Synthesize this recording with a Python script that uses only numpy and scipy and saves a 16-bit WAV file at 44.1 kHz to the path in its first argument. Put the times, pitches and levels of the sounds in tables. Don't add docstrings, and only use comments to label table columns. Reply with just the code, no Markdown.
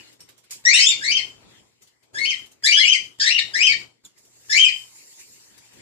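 import sys
import numpy as np
from scipy import signal
from scipy.fft import rfft, irfft, next_fast_len
from scipy.io import wavfile
from scipy.ndimage import uniform_filter1d, minimum_filter1d, map_coordinates

SR = 44100
rng = np.random.default_rng(int(sys.argv[2]) if len(sys.argv) > 2 else 0)


def waveform_to_disk(signal):
    frames = np.transpose(np.atleast_2d(signal))
    scaled = np.clip(frames, -1, 1) * 32767
    samples = np.round(scaled).astype(np.int16)
    wavfile.write(sys.argv[1], SR, samples)


def voltage_ratio(decibels):
    exponent = np.asarray(decibels, float) / 20
    return 10 ** exponent


N = 256614

# (frequency [Hz], density [dB per Hz])
RUMBLE_SPECTRUM = [(15, -45.5), (25, -23), (90, -4), (119, -7.5), (146, -5), (321, -2.5), (375, -2.5),
                   (682, -10.5), (1500, -17), (1950, -27.5), (3300, -120)]
# (frequency [Hz], density [dB per Hz])
HISS_SPECTRUM = [(2650, -39.5), (4500, -5.5), (6500, -4), (7010, 0.5), (7370, 1), (8750, -9), (14000, -17),
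                 (14700, -15.5), (15000, -33)]
# (frequency [Hz], density [dB per Hz])
DULL_SPECTRUM = [(530, -36), (900, -5.5), (1370, -13.5), (1970, -2), (2160, -1.5), (2660, -3.5),
                 (5000, -4.5), (6500, -27.5), (11000, -120)]
# (frequency [Hz], correlation [-1 to 1])
LIKENESS = [(60, 0.66), (180, -0.025), (550, 0.16), (1650, -0.069), (4970, -0.51), (15000, 0.0)]
# (frequency [Hz], left minus right [dB])
NOISE_BALANCE = [(60, -4.5), (180, 2), (550, 3.5), (1650, 10), (4970, 2), (15000, -8)]
# (frequency [Hz], left minus right [dB])
BIRD_BALANCE = [(60, -12.5), (120, -3), (240, 1.5), (480, -1), (950, -10.5), (1890, 9.5), (3770, 9),
                (7520, -5), (15000, -21.5)]
# (frequency [Hz], t60 [s])
ROOM_DECAY = [(1500, 0.22), (2300, 0.27), (3100, 0.33), (4500, 0.27), (6000, 0.32), (10000, 0.17)]
# (time [s], level [dB])
HAND = [(0, -1), (.55, -2.5), (.7, 2.5), (1.2, 5), (1.5, 5.5), (1.9, -3.2), (2.3, 3.5), (2.7, -1),
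        (3.35, -3.5), (3.62, 5.5), (4, -3.5), (4.3, -0.5), (4.5, -1.5), (5.1, -5), (5.62, 3.5), (5.78, 3)]
# (time [s], half width [s], level shift [dB])
BASS_DIPS = [
    (.8, .03, -28),
    (.85, 0.089, -20),
    (2.77, .035, -28.5),
    (2.82, 0.21, -17.5),
    (3.28, 0.057, -6),
    (4.63, 0.095, -13.5),
]
# (time [s], level [dB],
# dull far part over near hiss [dB])
CLOTH_MOVES = [(0, -62.5, 9.5), (.13, -64.5, 4.5), (.196, -83.5, .1), (1.3, -79.5, 13.5), (1.434, -71, 6),
               (1.52, -65.5, 9), (1.79, -80.5, -4.7), (4.13, -95, 8.5), (4.18, -62.5, -18),
               (4.29, -63.5, -29.5), (4.47, -54.5, -16), (4.96, -52, -16.5), (5.154, -50.5, -18.5),
               (5.206, -45.5, -10.5), (5.246, -52.5, -15.5), (5.456, -55.5, -16), (5.56, -60.5, -1.5),
               (5.819, -58.5, -2.5)]
# (time [s], peak level [dB], centre [Hz], left minus right [dB], t60 [s])
CLAW_TICKS = [(0.1271, -47.5, 1740, 11, 0.037), (0.2049, -42, 5500, 1.5, 0.012),
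              (0.2889, -39, 1610, -4.5, 0.04), (0.3783, -45.5, 7100, -10.5, 0.036),
              (0.439, -46.5, 2890, -2, 0.032), (0.5079, -33.5, 6800, -13, 0.06),
              (1.8203, -43, 6760, 4, 0.0532), (1.8735, -42, 5070, 2.5, 0.014),
              (2.0289, -53, 3150, 5.5, 0.047), (2.4588, -37.5, 3030, 2, 0.028),
              (2.5157, -42, 6730, 1, 0.04), (4.0478, -41, 6880, -4.5, 0.058),
              (4.1788, -48, 7170, -14.5, 0.03), (4.251, -43.5, 6840, -1, 0.014),
              (5.1984, -43, 7130, -12, 0.028), (5.5792, -37.5, 5050, 10, 0.0144),
              (5.6494, -50, 5030, 15, 0.038), (5.7309, -45, 6900, 9, 0.027)]
# (frequency [Hz], level [dB], t60 [s])
WIRE_RING = [(5500, 0.5, 0.016), (8370, -5, 0.092), (11800, -15, 0.071), (3020, -16.5, 0.037)]
# (frequency [Hz], level [dB])
BEAK_COLOUR = [(1400, 0), (3000, -2), (4500, 2.5), (6000, -6), (7600, -7.5), (9000, -19), (10500, -35.5),
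               (12500, -32), (15000, -49)]
# (start [s], first leap, high leap and drop after the start [s], lowest pitch [Hz])
STEPPED_CALLS = [
    (1.008, .029, .105, .157, 1600),
    (2.143, .038, .107, .159, 1640),
    (2.763, .032, .111, .162, 1600),
    (3.534, .021, .088, .131, 1600),
    (4.494, .029, .081, .147, 1750),
]
# (level [dB], slip after the first leap [Hz], top of the middle register [Hz],
# pitch held after the drop [Hz], level there [dB])
CALL_PHRASING = [
    (-3, 280, 2450, 2150, -3),
    (-4.5, 18, 2260, 2100, -1),
    (.1, 14, 2500, 2200, -0.5),
    (-0.07, 270, 2550, 2270, 4),
    (3, 120, 2400, 2480, -3),
]
# (level [dB], overtone strength [dB])
STAGE_LEVELS = [(-28, -11), (-25, -8), (-20, -5.5), (-26.5, -3.5), (-20, -10.5), (-18, -2), (-12.5, -5),
                (-16, -13.5), (-11.5, -12.5), (-19, -1.5), (-21.5, -10), (-21.5, -10.5), (-30.5, -5)]
STAGE_PITCH = [0, 1770, 2090, 2110, 2140, 0, 2950, 3085, 3115, 2500, 0, 0, 1800]
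# (time [s], pitch [Hz], level [dB], overtone strength [dB])
CLIMB_CALL = [
    (.65, 1801, -18, -6),
    (.68, 2006, -17, -6.5),
    (0.729, 2469, -19, -12),
    (.745, 2725, -11, 2),
    (0.764, 3015, -22.5, -4.5),
    (.857, 3156, -23, -3),
    (.866, 3435, -15, 0.5),
    (.885, 3654, -21, 6.5),
    (0.926, 3585, -27.5, -8),
]
ANSWER_CALL = [
    (0.729, 1369, -26.5, -12),
    (.74, 1864, -26, 7.5),
    (0.777, 1950, -21, -2.5),
    (.792, 2120, -18.5, -3),
    (.815, 2590, -21.5, 2.2),
    (0.859, 2638, -35, 8),
    (0.899, 2932, -26.5, 1.6),
    (0.925, 2100, -24.5, 0),
]
ARCH_CALL = [
    (2.634, 1558, -27, -3.5),
    (2.662, 1878, -19.5, 1.5),
    (2.68, 2305, -18, -4),
    (2.718, 2363, -14.5, -9.5),
    (2.726, 2896, -14, -2.5),
    (2.76, 3264, -17, -13.5),
    (2.79, 3382, -16.5, -30),
    (2.82, 3196, -21, -13.5),
    (2.845, 2690, -11.5, -15.5),
]
SQUAWK_CALL = [
    (3.197, 1696, -22.5, 1.5),
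    (3.23, 1630, -26.5, 0.5),
    (3.28, 2013, -17, 2),
    (3.3, 2322, -26, -1.5),
    (3.315, 2775, -15, -4.5),
    (3.35, 2841, -19, -19),
    (3.378, 2874, -17, -16),
    (3.392, 1855, -16, -2),
    (3.41, 1754, -42, 8),
]
FAR_CALL = [
    (-.06, 2300, -46, -8),
    (-.04, 2950, -42, -28),
    (-.01, 2700, -44.5, -6),
    (0, 2100, -63, 0.5),
]
PEEP_CALL = [
    (4.046, 4600, -47, 5),
    (4.051, 3600, -45, 13),
    (4.068, 3250, -52, 9),
]
# (roughness [0-1], third overtone [dB],
# loss per overtone above the third [dB], room [dB])
VOICES = [(.25, -6, .1, 4), (.25, 6.5, 4.5, 4), (.8, 0, -0.2, 3), (.45, -1.5, 0.5, 1.8), (.4, -5, 1, 0.7),
          (0.5, -3, -0.55, 2.1), (.5, -2.5, 0.6, 2.5), (.85, -8, 5.5, 0.5), (0.5, -2, 1, 0.5),
          (0.1, -8, .1, -7), (.45, 0.5, -0.5, 3.55)]


def unit(x):
    return x / np.sqrt(np.mean(x ** 2) + 1e-20)


def along(points, hz):
    f, v = np.transpose(points)
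    return np.interp(np.log(hz + 1), np.log(f + 1), v)


def level(rows, axis=1):
    rows = np.transpose(rows)
    return voltage_ratio(np.interp(np.arange(N) / SR, rows[0], rows[axis]))


def wobble(rate, size=N):
    knots = rng.standard_normal(int(size * rate / SR) + 4)
    return map_coordinates(knots, [np.arange(size) * rate / SR])


def filtered(x, response):
    m = next_fast_len(x.shape[-1] + 8192)
    spectrum = rfft(x, m) * response(np.fft.rfftfreq(m, 1 / SR))
    return irfft(spectrum, m)[..., :x.shape[-1]]


def lean(x, balance):
    return filtered(x, lambda hz: voltage_ratio(along(balance, hz) * np.array([[.5], [-.5]])))


def rush(spectrum, patchy_db):
    z = signal.stft(rng.standard_normal((2, N)), nperseg=512)[2]
    patches = uniform_filter1d(rng.standard_normal(z.shape[1:]), 6, 0)
    patches = uniform_filter1d(patches, 10, 1)
    pair = signal.istft(z * voltage_ratio(patchy_db * unit(patches)), nperseg=512)[1][:, :N]

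    def mid_side(hz):
        turn = np.arccos(np.clip(along(LIKENESS, hz), -1, 1)) / 2
        return voltage_ratio(along(spectrum, hz)) * [np.cos(turn), np.sin(turn)]

    mid, side = filtered(pair, mid_side)
    return unit(lean(np.array([mid + side, mid - side]), NOISE_BALANCE))


def add(mix, x, wet_db, gap, s):
    hz, t, z = signal.stft(rng.standard_normal((2, SR // 2)), SR, nperseg=256)
    tail = signal.istft(z * voltage_ratio(-60 * t / along(ROOM_DECAY, hz)[:, None]), SR, nperseg=256)[1]
    after = np.arange(tail.shape[1])
    tail *= np.clip(after / (gap * SR), 0, 1) ** 2
    tail *= 1 + 1.7 * voltage_ratio(-60 * after / (.09 * SR))
    tail *= voltage_ratio(wet_db) / np.linalg.norm(tail[0])
    tail[[0, 1], [0, 12]] = 1
    both = signal.fftconvolve(np.atleast_2d(x), tail, axes=1)
    start = SR + round(s * SR)
    mix[:, start:start + both.shape[1]] += both


def floor(heard, hiss, dull):
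    gate_s, gate_hz, shut_db, open_db = 0.024, 3760, -85, -39
    sensed = filtered(heard, lambda hz: 1 / np.hypot(1, hz / gate_hz))
    power = uniform_filter1d((sensed ** 2).mean(0), size=round(gate_s * SR))
    power_db = 10 * np.log10(np.abs(power) + 1e-12)
    opening = np.clip((power_db - shut_db) / (open_db - shut_db), 0, 1)

    def through(low_db, high_db):
        return voltage_ratio(low_db + (high_db - low_db) * opening)

    hum = voltage_ratio(-8 + 2 * wobble(6)) * np.sin(2 * np.pi * 120 * np.arange(N) / SR)
    unrest = level(HAND) * voltage_ratio(2.2 * wobble(5.5) + 0.71 * wobble(21))
    rumble = through(-72.5, -55) * unrest * (rush(RUMBLE_SPECTRUM, patchy_db=2.5) + hum)
    return rumble + through(-79, -53) * hiss + through(-76, -54.5) * dull


def cloth(hiss, dull):
    rub_s, rub_db, rub_dull_db, hold_s, release_s = .508, -35, -13, .02, .1
    late = np.arange(N) / SR - rub_s
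    rub = (late > 0) * voltage_ratio(rub_db - 30 * np.clip(late - hold_s, 0, None) / release_s)
    slow = level(CLOTH_MOVES) * voltage_ratio(0.61 * wobble(22))
    far = slow * level(CLOTH_MOVES, axis=2) + rub * voltage_ratio(rub_dull_db)
    return (slow + rub) * hiss + far * dull


def ticks():
    mix = np.zeros((2, N + 3 * SR))
    t = np.arange(SR // 5) / SR
    for k, (s, db, hz, pan_db, t60) in enumerate(CLAW_TICKS):
        def colour(f):
            return (0.29 + 1 / np.hypot(1, (f - hz) / 1500)) * f ** 2 / (f ** 2 + 1500 ** 2)

        puff = unit(filtered(rng.standard_normal(len(t)), colour)) * voltage_ratio(-60 * t / t60)
        if k == 1:
            for f, ring_db, ring_s in WIRE_RING:
                puff += 3.6 * voltage_ratio(ring_db - 60 * t / ring_s) * np.sin(2 * np.pi * f * t)
        pan = pan_db * np.array([[.5], [-.5]])
        add(mix, puff * voltage_ratio(db - 10.5 + pan), wet_db=7.0, gap=0.0013, s=s)
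    return mix[:, SR:SR + N]


def stepped(s, first, leap, drop, low_hz, db, slip_hz, middle_hz, tail_hz, tail_db):
    leap_s, slip_s, settle_s, fade_s, call_s = .007, .009, .014, .011, .2
    landed = first + leap_s
    after = [0, first, landed, landed + slip_s, landed + 2 * slip_s,
             leap, leap + leap_s, leap + leap_s + settle_s,
             drop, drop + leap_s, drop + leap_s + settle_s, call_s - fade_s, call_s]
    stages = np.column_stack([s + np.array(after), STAGE_PITCH, np.add(STAGE_LEVELS, [db, 0])])
    stages[[0, 3, 5, 10, 11], 1] += [low_hz, -slip_hz, middle_hz, tail_hz, tail_hz]
    stages[9:, 2] += tail_db
    return stages


def voice(call, rough, third_db, loss_db):
    s, hz, db, over_db = np.transpose(call)
    t = np.arange(s[0], s[-1], 1 / SR)
    size = len(t)
    breath_db = -28 + 15 * rough
    glide = uniform_filter1d(np.interp(t, s, hz), size=70)
    low = np.clip((1880 - glide) / 100, 0, 1)
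    steadiness = np.where(glide > 3000, .6, 1)
    pitch = glide * (1 + .045 * rough * steadiness * wobble(260, size=size))
    phase = 2 * np.pi * np.cumsum(pitch) / SR
    tilt_db = -1.5 + 9 * np.clip(pitch / 1000 - 1.9, 0, None)
    tone = np.sin(phase) * voltage_ratio(along(BEAK_COLOUR, pitch))
    for k in range(2, 9):
        over = np.interp(t, s, over_db) - tilt_db * min(k - 2, 2)
        over += along(BEAK_COLOUR, k * pitch) + 4.0 * wobble(45, size=size)
        if k == 2:
            over -= 5 * low
        if k == 3:
            over += third_db + 10 * low
        over -= loss_db * max(k - 3, 0)
        if k == 2:
            over += 0
        fray = 1 + voltage_ratio(breath_db + 3.5 * k) * wobble(1500, size=size)
        tone += voltage_ratio(over) * unit(fray) * np.sin(k * phase) * (k * pitch < SR / 2)
    tone *= 1 + voltage_ratio(breath_db) * wobble(2200, size=size)
    edge = np.clip(np.minimum((t - s[0]) / 0.0062, (s[-1] - t) / 0.0034), 0, 1)
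    swing_db = 2.6 * rough * wobble(149.2, size=size)
    return edge * tone * voltage_ratio(np.interp(t, s, db) + swing_db)


def whistles():
    mix = np.zeros((2, N + 3 * SR))
    calls = [stepped(*row, *way) for row, way in zip(STEPPED_CALLS, CALL_PHRASING)]
    calls += [FAR_CALL, CLIMB_CALL, ANSWER_CALL, ARCH_CALL, SQUAWK_CALL, PEEP_CALL]
    calls = sorted(calls, key=lambda c: c[0][0])
    for call, (rough, third_db, loss_db, room_db) in zip(calls, VOICES):
        add(mix, voice(call, rough, third_db, loss_db), wet_db=room_db, gap=0.0053, s=call[0][0])
    small = filtered(mix[:, SR:SR + N], lambda f: 1 / (1 + (1400 / (f + 1)) ** 12))
    return lean(small, BIRD_BALANCE)


def gated(x, open_db, slope):
    power = uniform_filter1d((x ** 2).mean(0), size=1500)
    db = 10 * np.log10(np.abs(power) + 1e-12)
    return x * voltage_ratio(np.clip(slope * (db - open_db), -30, 0))


def scene():
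    hiss = rush(HISS_SPECTRUM, patchy_db=2.5)
    dull = rush(DULL_SPECTRUM, patchy_db=4.0)
    heard = gated(whistles(), open_db=-42, slope=0.346) + ticks() + cloth(hiss, dull)
    return heard + floor(heard, hiss, dull)


def limited(x, top):
    need = np.minimum(1, top / (np.abs(x).max(0) + 1e-9))
    return x * uniform_filter1d(minimum_filter1d(need, size=400), size=400)


def thinned(x, reach_db, scatter_db):
    _, t, z = signal.stft(x, SR, nperseg=1024)
    power = (np.abs(z[:, :512]) ** 2).reshape(2, 64, 8, -1).mean(2)
    bands = 10 * np.log10(power + 1e-20)
    luck = uniform_filter1d(rng.standard_normal(bands.shape[1:]), size=5, axis=1)
    bands[:, 0] += 15
    bands[:, 28:] -= 8
    bands[:, :4] += sum(db * np.exp(-((t - s) / half) ** 4) for s, half, db in BASS_DIPS)
    keep = bands > bands.max(1, keepdims=True) - reach_db + scatter_db * unit(luck)
    z[:, :512] *= np.repeat(np.maximum(keep, voltage_ratio(-33.5)), 8, axis=1)
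    return signal.istft(z, nperseg=1024)[1][:, :N]


def band_limit(x):
    return signal.sosfilt(signal.butter(12, 15710, fs=SR, output="sos"), x)


def record(dry):
    x = limited(dry, top=.93)
    x = filtered(x, lambda hz: hz < 14800)
    return band_limit(thinned(x, reach_db=48, scatter_db=7.0))


dry = scene()
out = record(dry)
waveform_to_disk(out)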